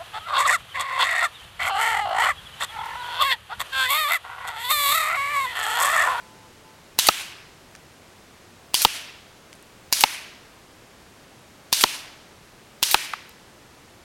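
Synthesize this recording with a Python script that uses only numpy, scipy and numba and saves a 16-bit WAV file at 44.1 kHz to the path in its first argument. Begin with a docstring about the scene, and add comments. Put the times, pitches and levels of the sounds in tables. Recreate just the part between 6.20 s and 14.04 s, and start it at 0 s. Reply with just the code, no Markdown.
"""Pellet pistol in a quiet wood

A gas pistol fires five plastic pellets from some metres away at a cardboard target next to the microphone.
Each shot is noise bursts through resonances: valve crack, slide stop, ground echo, then the slide slamming home.
Coloured noise vents as gas; each pellet punches paper and drums the board, and spent pellets knock on wood.
Decaying noise is the trees' answer; a far horn of wavering sines toots at the start over still air.
The recorder ducks and clips."""
import sys
import numpy as np
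from scipy import signal
from scipy.fft import rfft, irfft, next_fast_len
from scipy.io import wavfile
from scipy.ndimage import uniform_filter1d, map_coordinates
from numba import njit

SR = 44100
rng = np.random.default_rng(int(sys.argv[2]) if len(sys.argv) > 2 else 0)


def gain_from_db(level_db):
    """Turn a decibel level (scalar or array-like) into a linear amplitude factor."""
    decades = np.asarray(level_db, float) / 20
    return 10 ** decades


def waveform_to_disk(signal):
    """Save audio, clipped to [-1, 1], as 16-bit WAV at the path in sys.argv[1]."""
    frames = np.transpose(np.atleast_2d(signal))
    scaled = np.clip(frames, -1, 1) * 32767
    samples = np.round(scaled).astype(np.int16)
    wavfile.write(sys.argv[1], SR, samples)


N = 345732


def unit(x):
    """Scales x to rms 1."""
    return x / np.sqrt(np.mean(x ** 2) + 1e-20)


def along(points, hz):
    """Interpolates (f/Hz, value) points on a log frequency axis."""
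    f, v = np.transpose(points)
    return np.interp(np.log(hz + 1), np.log(f + 1), v)


def filtered(x, response):
    """Filters x by a complex response of frequency."""
    m = next_fast_len(len(x) + 4096)
    return irfft(rfft(x, m) * response(np.fft.rfftfreq(m, 1 / SR)), m)[:len(x)]


def resonances(peaks):
    """Causal response of (f/Hz, width/Hz, level/dB) resonances, alternating in polarity."""
    def response(f):
        total = 0
        for k, (centre, width, db) in enumerate(peaks):
            band = 1j * f * width / (centre * centre - f * f + 1j * f * width)
            total = total + (-1) ** k * gain_from_db(db) * band
        return total
    return response


def hiss(size, spectrum):
    """Noise of rms 1, coloured by (f/Hz, level/dB per Hz) points."""
    return unit(filtered(rng.standard_normal(size), lambda hz: gain_from_db(along(spectrum, hz))))


def burst(peaks, hold, t60, order=1, blow=0):
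    """A first blow, then noise held and dying (seconds), through resonances order times; peak 1."""
    t = np.arange(SR // 10) / SR
    noise = rng.standard_normal(len(t)) * gain_from_db(-60 * np.maximum(t - hold, 0) / t60)
    force = noise + blow * (t == 0)
    x = filtered(force, lambda f: resonances(peaks)(f) ** order)
    return x / np.abs(x).max()


def add(track, s, x):
    """Mixes x into the track at s seconds."""
    part = track[round(s * SR):][:len(x)]
    part += x[:len(part)]


# colour of the still air: (f/Hz, level/dB per Hz, relative)
AIR_COLOUR = [(12, -34.5), (20, 0), (38, -6.5), (86, -0.5), (296, -4), (360, -3), (438, -5), (1730, -11),
              (2110, -12), (7050, -19.5), (13400, -27), (15000, -36.5), (16000, -28)]


def still_air():
    """Steady coloured noise, the quiet floor of the wood."""
    return gain_from_db(-50) * hiss(N, AIR_COLOUR)


# partials of the far horn: (f/Hz, level/dB relative)
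HORN_PARTIALS = [(511, -9), (759, -17), (877.5, -2), (1012, -4), (1319, -12), (1520, -14)]
# when the horn sounds: (t/s, length/s, level/dB)
HORN_TOOTS = [(0, 0.28, -55), (.43, 0.072, -56.5)]


def far_horn():
    """Sines whose levels waver separately; each toot swells in, sags, then dies away."""
    attack_s, sag_db_per_s, release_db_per_s = 0.023, 9, 150  # the release adds to the sag
    t = np.arange(N) / SR
    horn = np.zeros(N)
    for hz, level in HORN_PARTIALS:
        waver = gain_from_db(2 * map_coordinates(rng.standard_normal(100), [t * 12]))
        horn += gain_from_db(level) * waver * np.sin(2 * np.pi * (hz * t + rng.random()))
    sounding = np.zeros(N)
    for s, length, db in HORN_TOOTS:
        attack = np.clip((t - s) / attack_s, 0, 1)
        release_db = release_db_per_s * np.maximum(t - s - length, 0)
        sounding += attack * gain_from_db(db - sag_db_per_s * (t - s) - release_db)
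    return np.sqrt(2) * sounding * horn


# colour of the trees' echo: (f/Hz, level/dB per Hz, relative)
ECHO_COLOUR = [(180, -33), (300, -7.5), (405, -13), (470, -22), (603, -6.5), (787, -8), (870, -3),
               (1210, -4.5), (2700, -3), (11100, -11), (16000, -52)]


def earlier_echo():
    """The tail of a shot before the start: echo noise falling 30 dB per second."""
    t = np.arange(N) / SR
    return gain_from_db(-57 - 30 * t) * hiss(N, ECHO_COLOUR)


# decay of the echo among the trees: (f/Hz, t60/s)
TREE_DECAY = [(500, 0.97), (1500, 0.94), (2500, 0.73), (5000, 0.91), (10000, 0.49), (16000, 0.13)]


def trees(build):
    """Echoes from trunks: they thicken over build seconds, come in clumps, and the treble dies sooner."""
    hz, t, z = signal.stft(hiss(3 * SR // 2, ECHO_COLOUR), SR, nperseg=256)
    clumps = uniform_filter1d(rng.standard_normal(z.shape), size=8, axis=0)
    clumps = unit(uniform_filter1d(clumps, size=4, axis=1))
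    decay_db = 60 * t / along(TREE_DECAY, hz)[:, None]
    tail = signal.istft(z * gain_from_db(1.5 * clumps - decay_db), SR, nperseg=256)[1]
    return tail * (1 - np.exp(-np.arange(len(tail)) / SR / build))


# the gas jet's bands: (multiple of jet pitch, level/dB per Hz, relative)
JET_BANDS = [(.04, -64), (.1, -31), (.2, -17.5), (.4, -4.5), (.65, -2.5), (1, 4.5), (1.3, 2.5), (1.7, -2),
             (2.3, -0.5)]
# the hiss above the jet's bands: (f/Hz, level/dB per Hz, relative)
JET_TOP = [(13000, -5.5), (14500, -13), (16500, -18)]


def jet_colour(jet_hz):
    """Spectrum of the escaping gas, most of it scaling with the jet's pitch."""
    return [(k * jet_hz, level) for k, level in JET_BANDS] + JET_TOP


def hammer_and_valve(out, s, db, jet_hz):
    """Just before the crack, gas noise swells as the valve starts to open and the hammer scrapes."""
    lead = np.arange(-SR // 100, 0) / SR
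    add(out, s + lead[0], gain_from_db(db - 30.0 + 3300 * lead) * hiss(len(lead), jet_colour(jet_hz)))
    scrape = burst([(1200, 680, 0), (4500, 4800, -2)], hold=0.0037, t60=.01)
    add(out, s - 0.0063, gain_from_db(db - 25) * scrape)


# resonances of the pistol body: (f/Hz, width/Hz, level/dB relative)
PISTOL_BODY = [(3220, 1050, -4), (7000, 1500, -3), (11300, 2700, -3.5), (14600, 320, -12)]


def crack_and_stop(out, s, db, jet_hz):
    """Valve crack and slide stop ring the body; a duller copy bounces off the ground; the frame thuds."""
    stop_s, ground_s = .0011, .0065  # slide stop and ground echo after the crack
    t = np.arange(SR // 2) / SR
    body = PISTOL_BODY + [(jet_hz, 1300, 0)]
    crack = burst(body, hold=.0004, t60=.0025, blow=3)
    stop = burst(body, hold=.0012, t60=.002, blow=1)
    # the valve's first spit is bright
    crack = crack + gain_from_db(-5) * burst([(11500, 5000, 0)], hold=.0004, t60=.002, blow=3)
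    direct = crack + gain_from_db(3.5) * np.roll(stop, round(stop_s * SR))
    soft = filtered(direct, resonances([(4430, 5100, 0)]))  # leaf litter dulls the reflection
    muzzle_push = (1 - t / 0.00061) * np.exp(-t / 0.0011)  # the muzzle's push of air
    add(out, s, gain_from_db(db) * direct)
    add(out, s, gain_from_db(db - 25.5) * muzzle_push)
    add(out, s + ground_s, gain_from_db(db + 1) * soft)
    frame_hz, frame_t60_s = 1002, 0.017
    add(out, s, gain_from_db(db - 10 - 60 * t / frame_t60_s) * np.sin(2 * np.pi * frame_hz * t))


# gaps in the slide that colour the escaping gas: (f/Hz, width/Hz, level/dB relative)
SLIDE_GAPS = [(2970, 450, 2), (5080, 400, -13), (6050, 700, 1)]


def venting_gas(out, s, db, jet_hz, home):
    """Fluttering jet noise, strongest at first, swelling around the slide's closing and then sealed off."""
    t = np.arange(SR // 2) / SR
    since_home = t - (home - s)
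    # dwindles once the slide is home, then the valve seals
    vent = gain_from_db(-15 * t - 60 * np.maximum(since_home, 0) - 73 * np.maximum(t - .21, 0))
    pressure_db = 7.1 * np.exp(-t / 0.026)
    swell_db = 2.5 * np.exp(-np.abs(since_home) / .012)  # the returning slide squeezes out gas
    vent = vent * gain_from_db(pressure_db + swell_db)
    flutter = gain_from_db(0.62 * unit(uniform_filter1d(rng.standard_normal(len(t)), size=200)))
    gas = hiss(len(t), jet_colour(jet_hz))
    gas = unit(filtered(gas, lambda f: 1 + gain_from_db(-11) * resonances(SLIDE_GAPS)(f)))
    add(out, s + 0.001008, gain_from_db(db - 20.5) * vent * flutter * gas)


def shot_in_the_trees(out, s, db):
    """The wood answers the crack with a slowly thickening tail, and a far tree line with one soft puff."""
    trees_db = db - 20
    add(out, s, gain_from_db(trees_db) * trees(build=0.11))
    size = round(.06 * SR)
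    add(out, s + .19, gain_from_db(trees_db - 11.5) * np.hanning(size) * hiss(size, ECHO_COLOUR))


# ring of the slide and spring: (f/Hz, width/Hz, level/dB relative)
SLIDE_RING = [(5600, 300, -9), (9000, 4400, -14), (12100, 1800, -11), (14300, 580, -9.5)]


def slide_home(out, home, home_db, db):
    """The slide slams shut: bright clack, dull knock, their ground echo and a longer rattle."""
    clack = gain_from_db(home_db) * burst([(9500, 5600, 0), (13200, 1600, 0.013)], hold=0.0022, t60=0.01)
    knock = burst([(2700, 2700, 0.0054), (5000, 700, 0)], hold=0.0018, t60=0.0177)
    clack = clack + gain_from_db(db - 8) * knock
    add(out, home, clack)
    add(out, home, gain_from_db(db - 10) * burst(SLIDE_RING, hold=0.023, t60=0.095))
    add(out, home + .0065, gain_from_db(2) * filtered(clack, resonances([(5000, 3800, 0.016)])))


# each shot: (t/s, crack level/dB, jet pitch f/Hz)
SHOTS = [(0.7884, -3, 3350), (2.5426, -4, 4330), (3.7258, -4.5, 4360), (5.5273, -3, 3970),
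         (6.6279, -4.5, 4000)]
# the slide slams home after each shot: (t/s, bright clack level/dB)
SLIDE_CLOSINGS = [(0.869, -4), (2.6181, -7), (3.808, -5.5), (5.61, -8), (6.7119, -7.5)]


def pistol():
    """Plays each shot's mechanism in turn, most levels following its crack."""
    out = np.zeros(N)
    for (s, db, jet_hz), (home, home_db) in zip(SHOTS, SLIDE_CLOSINGS):
        hammer_and_valve(out, s, db, jet_hz)
        crack_and_stop(out, s, db, jet_hz)
        venting_gas(out, s, db, jet_hz, home)
        shot_in_the_trees(out, s, db)
        slide_home(out, home, home_db, db)
    return out


# punched paper layers: (multiple of paper pitch, width over paper pitch, level/dB relative)
PAPER_LAYERS = [(0.998, 0.27, -2), (1.25, 0.67, -2.5), (1.6, 0.55, -4.5)]


def punched_paper(paper_hz):
    """The pellet bursts through the paper layers, with the treble of the tear on top."""
    layers = [(k * paper_hz, w * paper_hz, level) for k, w, level in PAPER_LAYERS]
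    punch = burst(layers, hold=0.0017, t60=0.014, blow=2.0)
    tear = burst([(6700, 2600, -11.0), (10600, 7300, -5)], hold=0.0014, t60=0.024, blow=1.1)
    return punch + gain_from_db(-14) * tear


# drum modes of the board, two low then two high: (f/Hz, width/Hz, level/dB relative)
BOARD_MODES = [(586, 100, -9.5), (865, 210, 5.5), (1270, 340, 9), (1790, 1050, -1.5)]


def drummed_board(low_db, high_db):
    """The blow drums the board's low and high modes, with a low thump and a short falling rumble."""
    t = np.arange(SR // 10) / SR
    low = burst(BOARD_MODES[:2], hold=0.00055, t60=0.011, blow=4.9)
    high = burst(BOARD_MODES[2:], hold=0.0017, t60=0.037, blow=15.4)
    drum = gain_from_db(low_db) * low + gain_from_db(high_db) * high
    thump = (1 - t / 0.00099) * np.exp(-t / 0.0015) * (1 - np.exp(-t / 0.0008))
    # low rumble under the hit
    rumble = gain_from_db(-3) * burst([(288, 630, 0)], hold=0.004, t60=0.04, order=2)
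    return drum + gain_from_db(-17.5) * (thump + rumble)


# pellet through the board:
# (t/s, smack level/dB, paper f/Hz, low drum level/dB, high drum level/dB, trees' answer level/dB)
# the smack level raises paper, drum and trees alike; the last three are relative to it
PELLETS = [(0.8864, 4, 2630, -2, -2.5, -24.5), (2.6491, 6, 2850, -4, -14, -26.5),
           (3.837, 3, 2460, -3.5, -10, -24), (5.6375, 4, 2770, -2, -10.5, -26.5),
           (6.7434, 3, 2500, -5, -6.5, -24)]


def target():
    """Each pellet punches the paper, then drums the board, and the trees answer in the smack's colour."""
    out = np.zeros(N)
    for s, db, paper_hz, low_db, high_db, trees_db in PELLETS:
        add(out, s, gain_from_db(db + 3.5) * punched_paper(paper_hz))
        add(out, s + 0.000853, gain_from_db(db + 3) * drummed_board(low_db, high_db))
        answer = filtered(trees(build=0.01), resonances([(0.97 * paper_hz, 1000, 0)]))
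        add(out, s, gain_from_db(db + trees_db) * answer)
    return out


# spent pellets knock on wood: (t/s, level/dB, f/Hz)
WOOD_KNOCKS = [(1.5515, -31, 1740), (6.9347, -14.5, 1360), (6.936, -19.5, 1440)]
# small ticks in the leaves: (t/s, level/dB, f/Hz, t60/s)
LEAF_TICKS = [(1.5517, -33.5, 5000, .01), (1.5615, -38, 4500, .002), (3.3294, -31, 3000, .0033),
              (3.3377, -37.5, 3000, .002), (3.352, -45, 9000, .05), (3.426, -37.5, 8600, 0.0057),
              (7.093, -37, 12100, .015)]


def knocks_and_ticks():
    """Short doubly filtered bursts at one pitch, each with a brighter rustle of leaves."""
    out = np.zeros(N)
    # (t/s, level/dB, f/Hz, width/Hz, t60/s, rustle over the knock/dB)
    drops = [(s, db, hz, 0.79 * hz, 0.016, -20.5) for s, db, hz in WOOD_KNOCKS]
    drops += [(s, db, hz, 3800, t60, -5) for s, db, hz, t60 in LEAF_TICKS]
    for s, db, hz, width_hz, t60, leaves_db in drops:
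        knock = burst([(hz, width_hz, 0)], hold=0.00048, t60=t60, order=2, blow=3.0)
        rustle = burst([(5000, 3700, 1), (9300, 5400, -2)], hold=0.00043, t60=1.7 * t60, blow=2.5)
        add(out, s, gain_from_db(db) * (knock + gain_from_db(leaves_db) * rustle))
    return out


def scene():
    """Everything summed at the one microphone."""
    wood = still_air() + far_horn() + earlier_echo()
    return (wood + pistol() + target() + knocks_and_ticks())[None]


@njit
def follow(level, attack, release):
    """Peak follower: quick up, slow down."""
    out, e = np.empty_like(level), 0.0
    for i in range(len(level)):
        e += (attack if level[i] > e else release) * (level[i] - e)
        out[i] = e
    return out


def roll_off(x):
    """The treble ends steeply here."""
    return signal.sosfilt(signal.butter(12, 16500, fs=SR, output="sos"), x)


def record(dry):
    """Gain control ducks after loud hits, too late to stop the soft clipping; then the band is trimmed."""
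    attack_s, release_s, top_hz, bass_hz = 0.0043, .06, 16000, 25
    loud = follow(np.abs(dry[0]), 1 / (attack_s * SR), 1 / (release_s * SR))
    ducked = dry / (1 + loud / gain_from_db(-4)) ** 1.04
    clipped = ducked / (1 + np.abs(ducked) ** 6) ** (1 / 6)

    def band(hz):
        treble = np.where(hz < top_hz, 1, gain_from_db(-30))
        return treble * 1j * hz / (bass_hz + 1j * hz)

    mix = filtered(clipped[0], band)[None]
    return roll_off(mix)


dry = scene()
out = record(dry)
waveform_to_disk(out)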